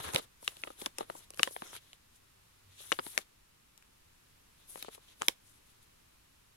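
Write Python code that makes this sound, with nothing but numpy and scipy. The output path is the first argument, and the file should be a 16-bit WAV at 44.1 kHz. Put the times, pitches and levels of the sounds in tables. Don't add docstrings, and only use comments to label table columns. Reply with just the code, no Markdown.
import sys
import numpy as np
from scipy import signal
from scipy.fft import rfft, irfft
from scipy.io import wavfile
from scipy.ndimage import uniform_filter1d

SR = 44100
rng = np.random.default_rng(int(sys.argv[2]) if len(sys.argv) > 2 else 0)


def attenuation_scalar(level_db):
    decades = np.asarray(level_db, float) / 20
    return 10 ** decades


def wav_out(sig):
    wavfile.write(sys.argv[1], SR, np.round(np.clip(np.atleast_2d(sig).T, -1, 1) * 32767).astype(np.int16))


N = 289359
PORT_LAG = 27


def band(x, hz, width):
    return signal.lfilter(*signal.iirpeak(min(hz, 0.45 * SR), hz / width, fs=SR), x)


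def level(x, db):
    return x * attenuation_scalar(db) / np.sqrt(np.mean(x ** 2))


def peak(x, db):
    envelope_power = 2 * uniform_filter1d(x ** 2, size=50)
    return x * attenuation_scalar(db) / np.sqrt(envelope_power.max(axis=1, keepdims=True))


def walk(rate):
    hold = int(SR / rate)
    steps = np.repeat(rng.standard_normal(N // hold + 1), hold)
    return 1.3 * uniform_filter1d(uniform_filter1d(steps, hold), hold)[:N]


def ring(modes, t, chance, rise_s, scatter_db, detune):
    hz, db, t60 = modes.T[:, :, None]
    hz = np.minimum(hz * (1 + detune * chance[0, 0]), 0.4 * SR)
    gain = attenuation_scalar(db + scatter_db * (chance[0, 1] + chance[:, 2]) / 2)
    phase = chance[0, 3] + chance[:, 4] * np.minimum(hz / 1500, 2)
    decay = np.exp(-np.log(1000) * t / t60)
    waves = gain * decay * np.sin(2 * np.pi * hz * t + phase)
    push = 1 - np.exp(-(t / rise_s) ** 2)
    return waves.sum(axis=1) * push


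# (time [s], panel pitch [Hz], panel level [dB], pouch level [dB], crack level [dB])
CREASES = [(0.1355, 2580, -38.5, -35, -33), (0.1464, 3480, -26, -27.5, -23.5),
           (0.1526, 3150, -34, -27.5, -47), (0.1598, 2990, -13.5, -25.5, -24.5),
           (0.1833, 880, -37, -32, -49), (0.194, 890, -55, -36, -47), (0.427, 1810, -57, -43, -49),
           (0.4773, 2775, -16.5, -33, -27.5), (0.5681, 3630, -43.5, -48, -47),
           (0.6362, 2780, -23.5, -37.5, -57), (0.648, 1060, -49, -46, -61), (0.6729, 885, -35, -35, -59),
           (0.6769, 1290, -39, -44, -62), (0.703, 1090, -49, -37, -55), (0.8157, 3160, -36, -59, -42),
           (0.8196, 900, -52, -33.5, -42), (0.86, 3500, -22, -45, -27.5), (0.864, 940, -26, -33, -33),
           (0.984, 2830, -31.5, -35, -28), (0.9874, 970, -54, -36, -36), (1.0078, 980, -29, -25.5, -55),
           (1.0288, 1010, -45, -45, -61), (1.0995, 1010, -27, -32.5, -58), (1.151, 840, -47, -38.5, -70),
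           (1.3043, 2460, -50, -43.5, -38), (1.3365, 2940, -47.5, -50, -51), (1.344, 3270, -49, -58, -46),
           (1.3739, 2410, -45, -55, -43), (1.3941, 2200, -26, -57, -45), (1.3942, 2300, -22, -24.5, -51),
           (1.4314, 2830, -10, -40, -15), (1.4402, 2990, -55.5, -47.5, -36), (1.4744, 915, -26, -31.5, -39),
           (1.5078, 890, -62, -42.5, -64), (1.5636, 840, -27.5, -41, -64),
           (1.6205, 1140, -31.5, -31.5, -50), (1.7641, 2210, -41.5, -49, -40),
           (1.9309, 3060, -42, -55, -50), (2.8037, 3970, -49, -50, -54), (2.9187, 1020, -14, -42, -26.5),
           (2.9235, 3070, -17, -24.5, -33.5), (2.9888, 1190, -25.5, -27, -48),
           (2.9934, 1220, -25, -34.5, -54), (3.065, 1100, -36, -35.5, -46),
           (3.177, 2160, -15, -29.5, -20.5), (3.187, 2260, -40, -41.5, -36), (3.7769, 4030, -54, -61, -49),
           (3.8243, 2364, -53.5, -69, -59), (4.7572, 940, -35, -44, -63), (4.7767, 1100, -48, -51, -61),
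           (4.8256, 3900, -33, -42, -32.5), (4.847, 1060, -39.5, -45.5, -56),
           (4.8827, 1800, -48, -32.5, -60), (4.8875, 1270, -43.5, -49, -53), (4.9478, 3620, -46, -57, -46),
           (4.9778, 880, -65, -47.5, -69), (5.2141, 920, -35, -52, -51), (5.2194, 1170, -19, -33.5, -27),
           (5.2306, 890, -33, -60, -44), (5.283, 3300, -11, -27, -13), (5.294, 3300, -45, -50, -42.5)]
# (multiple of its pitch [ratio], level [dB], t60 [s])
PANEL_MODES = [(.45, -17, 0.013), (.72, 1, 0.0045), (1.002, 0, 0.0079), (1.28, -1, 0.0051),
               (1.6, -4.0, 0.0028), (2.1, -6.5, 0.0064), (2.8, -5, 0.0052), (3.7, -9.5, 0.0074)]
# (pitch [Hz], level [dB], t60 [s])
POUCH_MODES = [(196, -14, 0.031), (267, -17.5, .04), (340, -5, 0.024), (451.2, -5, 0.03),
               (561.4, -0.5, 0.024), (720, 0.5, 0.015), (861, -2.5, 0.028), (1149, -6, 0.022)]
# (time [s], left minus right [dB])
CREASE_PAN = [(0.15, -3), (0.5, 0), (0.86, 1.5), (1.05, 4), (1.39, 0.5), (1.43, 4.5), (1.48, -0.5),
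              (2.9, 5.5), (3.0, 4.5), (3.18, 6.5), (4.76, 8), (4.83, 4.5), (5.21, 3), (5.28, -4.5)]


def snaps():
    out, t = np.zeros((2, N + 4096)), np.arange(2600) / SR
    chances = rng.standard_normal((len(CREASES), 2, 2, 5, len(PANEL_MODES), 1))
    noises = rng.standard_normal((len(CREASES), 2, 2600))
    damped = signal.butter(4, 4600, fs=SR, output="sos")
    for (s, hz, panel_db, pouch_db, crack_db), chance, noise in zip(CREASES, chances, noises):
        panel = ring(np.array(PANEL_MODES) * [hz, 1, 1], t, chance[0],
                     rise_s=0.00028, scatter_db=1.0, detune=0.054)
        panel = signal.sosfilt(damped, panel)
        pouch = ring(np.array(POUCH_MODES), t, chance[1], rise_s=0.001, scatter_db=2.0, detune=0.087)

        bright = signal.butter(3, [4200, 8500 + hz], "band", fs=SR, output="sos")
        click = t / 0.0005 * np.exp(-t / 0.00037)
        crackle = 0.02 * np.exp(-t / 0.0026)
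        crack = signal.sosfilt(bright, noise * (click + crackle))

        settle_shape = np.exp(-t / 0.018) * (1 - np.exp(-(t / 0.0013) ** 2))
        settle = band(noise[:, ::-1], hz, 2.8 * hz) * settle_shape

        blow = peak(panel, panel_db) + peak(settle, panel_db - 28)
        blow = blow + peak(pouch, pouch_db) + peak(crack, crack_db)
        pan_db = np.interp(s, *np.transpose(CREASE_PAN))
        for port, sign in enumerate((1, -1)):
            start = int(s * SR) + PORT_LAG * port
            out[port, start:start + len(t)] += blow[port] * attenuation_scalar(sign * pan_db / 2)
    return signal.sosfilt(signal.butter(2, 170, "high", fs=SR, output="sos"), out[:, :N])


# (start [s], hold [s], slide hiss level [dB], film rustle level [dB], pouch crumple level [dB])
FINGER_STROKES = [(-0.03, 0.018, -56, -48.5, -38), (0.026, 0.016, -50, -44, -43.5),
                  (0.056, 0.029, -54, -47, -42.5), (0.123, 0.044, -48.5, -46, -42),
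                  (0.2, 0.028, -58.5, -67, -59.5), (0.426, 0.046, -52.5, -61, -69.5),
                  (0.487, 0.069, -61.5, -65, -68), (0.573, 0.14, -61.5, -66, -68.5),
                  (0.781, 0.066, -54, -54.5, -57), (0.986, 0.0064, -55.5, -50, -50),
                  (1.002, 0.022, -65.5, -65, -60.5), (1.077, 0.046, -63, -66, -66),
                  (1.145, 0.079, -58, -63.5, -67.5), (1.373, 0.094, -55, -55, -62),
                  (1.504, 0.097, -54, -66.5, -72), (1.625, 0.065, -58, -54, -57),
                  (1.717, 0.036, -54, -54, -56), (1.801, 0.13, -70.5, -68, -79.5),
                  (2.137, 0.011, -68, -71.5, -81.5), (2.704, 0.11, -72, -66.5, -87),
                  (2.78, 0.11, -53.5, -56, -71), (2.915, 0.064, -58.5, -62.5, -84.5),
                  (3.017, 0.1, -53, -58.5, -66.5), (3.126, 0.072, -56, -57.5, -65.5),
                  (4.573, 0.06, -71.5, -71, -82), (4.678, 0.1, -54, -65, -70),
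                  (4.78, 0.077, -60.5, -56.5, -71), (4.912, 0.021, -56, -56, -68),
                  (5.01, 0.017, -68, -66, -74), (5.058, 0.048, -72.5, -62.5, -75),
                  (5.201, 0.03, -53, -55, -56.5), (5.233, 0.062, -57, -66, -65),
                  (5.441, 0.12, -68.5, -77.5, -81), (5.65, 0.052, -68.5, -76, -85.5),
                  (5.809, 0.015, -68, -73.5, -82)]


def strokes(layer):
    touch_s = 0.021
    attack_s = [0.02, 0.02, 0.012][layer]
    release_s = [0.0086, 0.012, 0.014][layer]
    drift_db = [-4, -0.5, -5][layer]
    t, power = np.arange(0, N, 32) / SR, 1e-10
    for start, hold, *dbs in FINGER_STROKES:
        since = t - start - touch_s
        edges = np.exp(np.minimum(since, 0) / attack_s - np.maximum(since - hold, 0) / release_s)
        drift = drift_db * (np.clip(since / hold, 0, 1) - 0.5)
        power = power + (attenuation_scalar(dbs[layer] + drift) * edges) ** 2
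    return np.interp(np.arange(N) / SR, t, 10 * np.log10(power))


def film(colour, db, grain_db, alike, pan_db):
    slips = rng.standard_normal((2, N)) * attenuation_scalar(grain_db * rng.exponential(size=N))
    slips[1] = np.sqrt(1 - alike ** 2) * slips[1] + alike * np.roll(slips[0], PORT_LAG)
    sound = 0
    for hz, width, gain_db in colour:
        flicker_db = 2.94 * walk(22) + 2.0 * walk(130)
        resonance = band(band(slips, hz, width), hz, width)
        sound = sound + attenuation_scalar(gain_db + flicker_db) * level(resonance, 0)
    return level(sound, 0) * attenuation_scalar(db + np.array([[pan_db], [-pan_db]]) / 2)


# (centre [Hz], width of each of two passes [Hz], relative level [dB])
SLIDE_COLOUR = [(5800, 3900, -10.5), (8030, 5600, 0.5), (10280, 3500, 3), (13500, 7700, -17)]
RUSTLE_COLOUR = [(2300, 2000, -5), (3570, 1400, -3), (3300, 2200, 0.5), (5500, 2700, -5)]
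CRUMPLE_COLOUR = [(130, 160, -7), (435, 900, 6), (1025, 1200, 2.5)]


def handling():
    hiss = film(SLIDE_COLOUR, strokes(0), grain_db=2.5, alike=0.067, pan_db=4.0)
    rustle = film(RUSTLE_COLOUR, strokes(1), grain_db=2.5, alike=0.05, pan_db=1.66)
    crumple = film(CRUMPLE_COLOUR, strokes(2), grain_db=3.5, alike=0.23, pan_db=1.5)
    return hiss + rustle + crumple


# (centre [Hz], relative level [dB], t60 [s])
TAIL_BANDS = [(300.6, -26.5, 0.11), (1010, -30.5, 0.06), (3278, -28, 0.16), (9500, -34, 0.08)]


def tail(x):
    t = np.arange(9000) / SR
    decay = 0
    for hz, db, t60 in TAIL_BANDS:
        noise = band(rng.standard_normal((2, len(t))), hz, hz * 1.6)
        decay = decay + level(noise, db - 28) * np.exp(-np.log(1000) * t / t60)
    decay = decay * np.clip(t / 0.006 - 0.4, 0, 1)
    return signal.fftconvolve(x.mean(axis=0, keepdims=True), decay, axes=1)[:, :N]


# (time [s], pitch [Hz], peak level [dB], half length [s])
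GRIP_SHIFTS = [(0.079, 80, -47, 0.025), (.149, 132, -32.5, 0.0044), (2.7, 96, -63.0, 0.077)]


def bumps():
    t = np.arange(N) / SR
    out = np.zeros(N)
    for s, hz, db, half_s in GRIP_SHIFTS:
        swell = np.exp(-((t - s) / half_s) ** 2)
        out += attenuation_scalar(db) * swell * np.sin(2 * np.pi * hz * (t - s))
    return out


# (frequency [Hz], relative density [dB per Hz])
ROOM_COLOUR = [(20, -1.5), (45, -3.5), (105, -3), (143, -8), (305, -12.5), (520, -14), (862, -14),
               (1650, -15.5), (3050, -16.5), (6000, -20.5), (9650, -22), (12100, -22), (15100, -26.5),
               (16500, -38)]
# (frequency [Hz], share [0-1])
ROOM_SHARED = [(60, 1), (130, .85), (300, .75), (700, 0.8), (1400, 0.06), (3000, 0.2), (6000, 0.1)]


def room():
    room_db, lag_s = -65, 0.00075
    hz = np.maximum(np.arange(N // 2 + 1) * SR / N, 1)

    def curve(table):
        points_hz, values = np.transpose(table)
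        return np.interp(np.log(hz), np.log(points_hz), values)

    alike = np.clip(curve(ROOM_SHARED), 0, 1)
    common, left, right = rfft(rng.standard_normal((3, N)))
    late = np.exp(-2j * np.pi * hz * lag_s)
    shared = common * np.array([late, np.ones_like(late)])
    ports = np.sqrt(alike) * shared + np.sqrt(1 - alike) * np.array([left, right])
    noise = irfft(ports * attenuation_scalar(curve(ROOM_COLOUR)), N)
    return level(noise, room_db) * attenuation_scalar(0.5 * walk(1.8))


def scene():
    sachet = snaps() + handling()
    return sachet + tail(sachet) + bumps() + room()


def band_limit(x):
    return signal.sosfilt(signal.butter(12, 16610, fs=SR, output="sos"), x)


# (resonance [Hz], width [Hz], added gain [ratio])
INLETS = [(9400, 3800, 0.25), (11000, 530, 0.59)]


def record(dry):
    heard = np.array([x + gain * band(x, hz, width) for x, (hz, width, gain) in zip(dry, INLETS)])
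    top_cut = signal.ellip(8, 0.2, 70, 15900, fs=SR, output="sos")
    mix = signal.sosfilt(top_cut, heard)
    return band_limit(mix)


dry = scene()
out = record(dry)
wav_out(out)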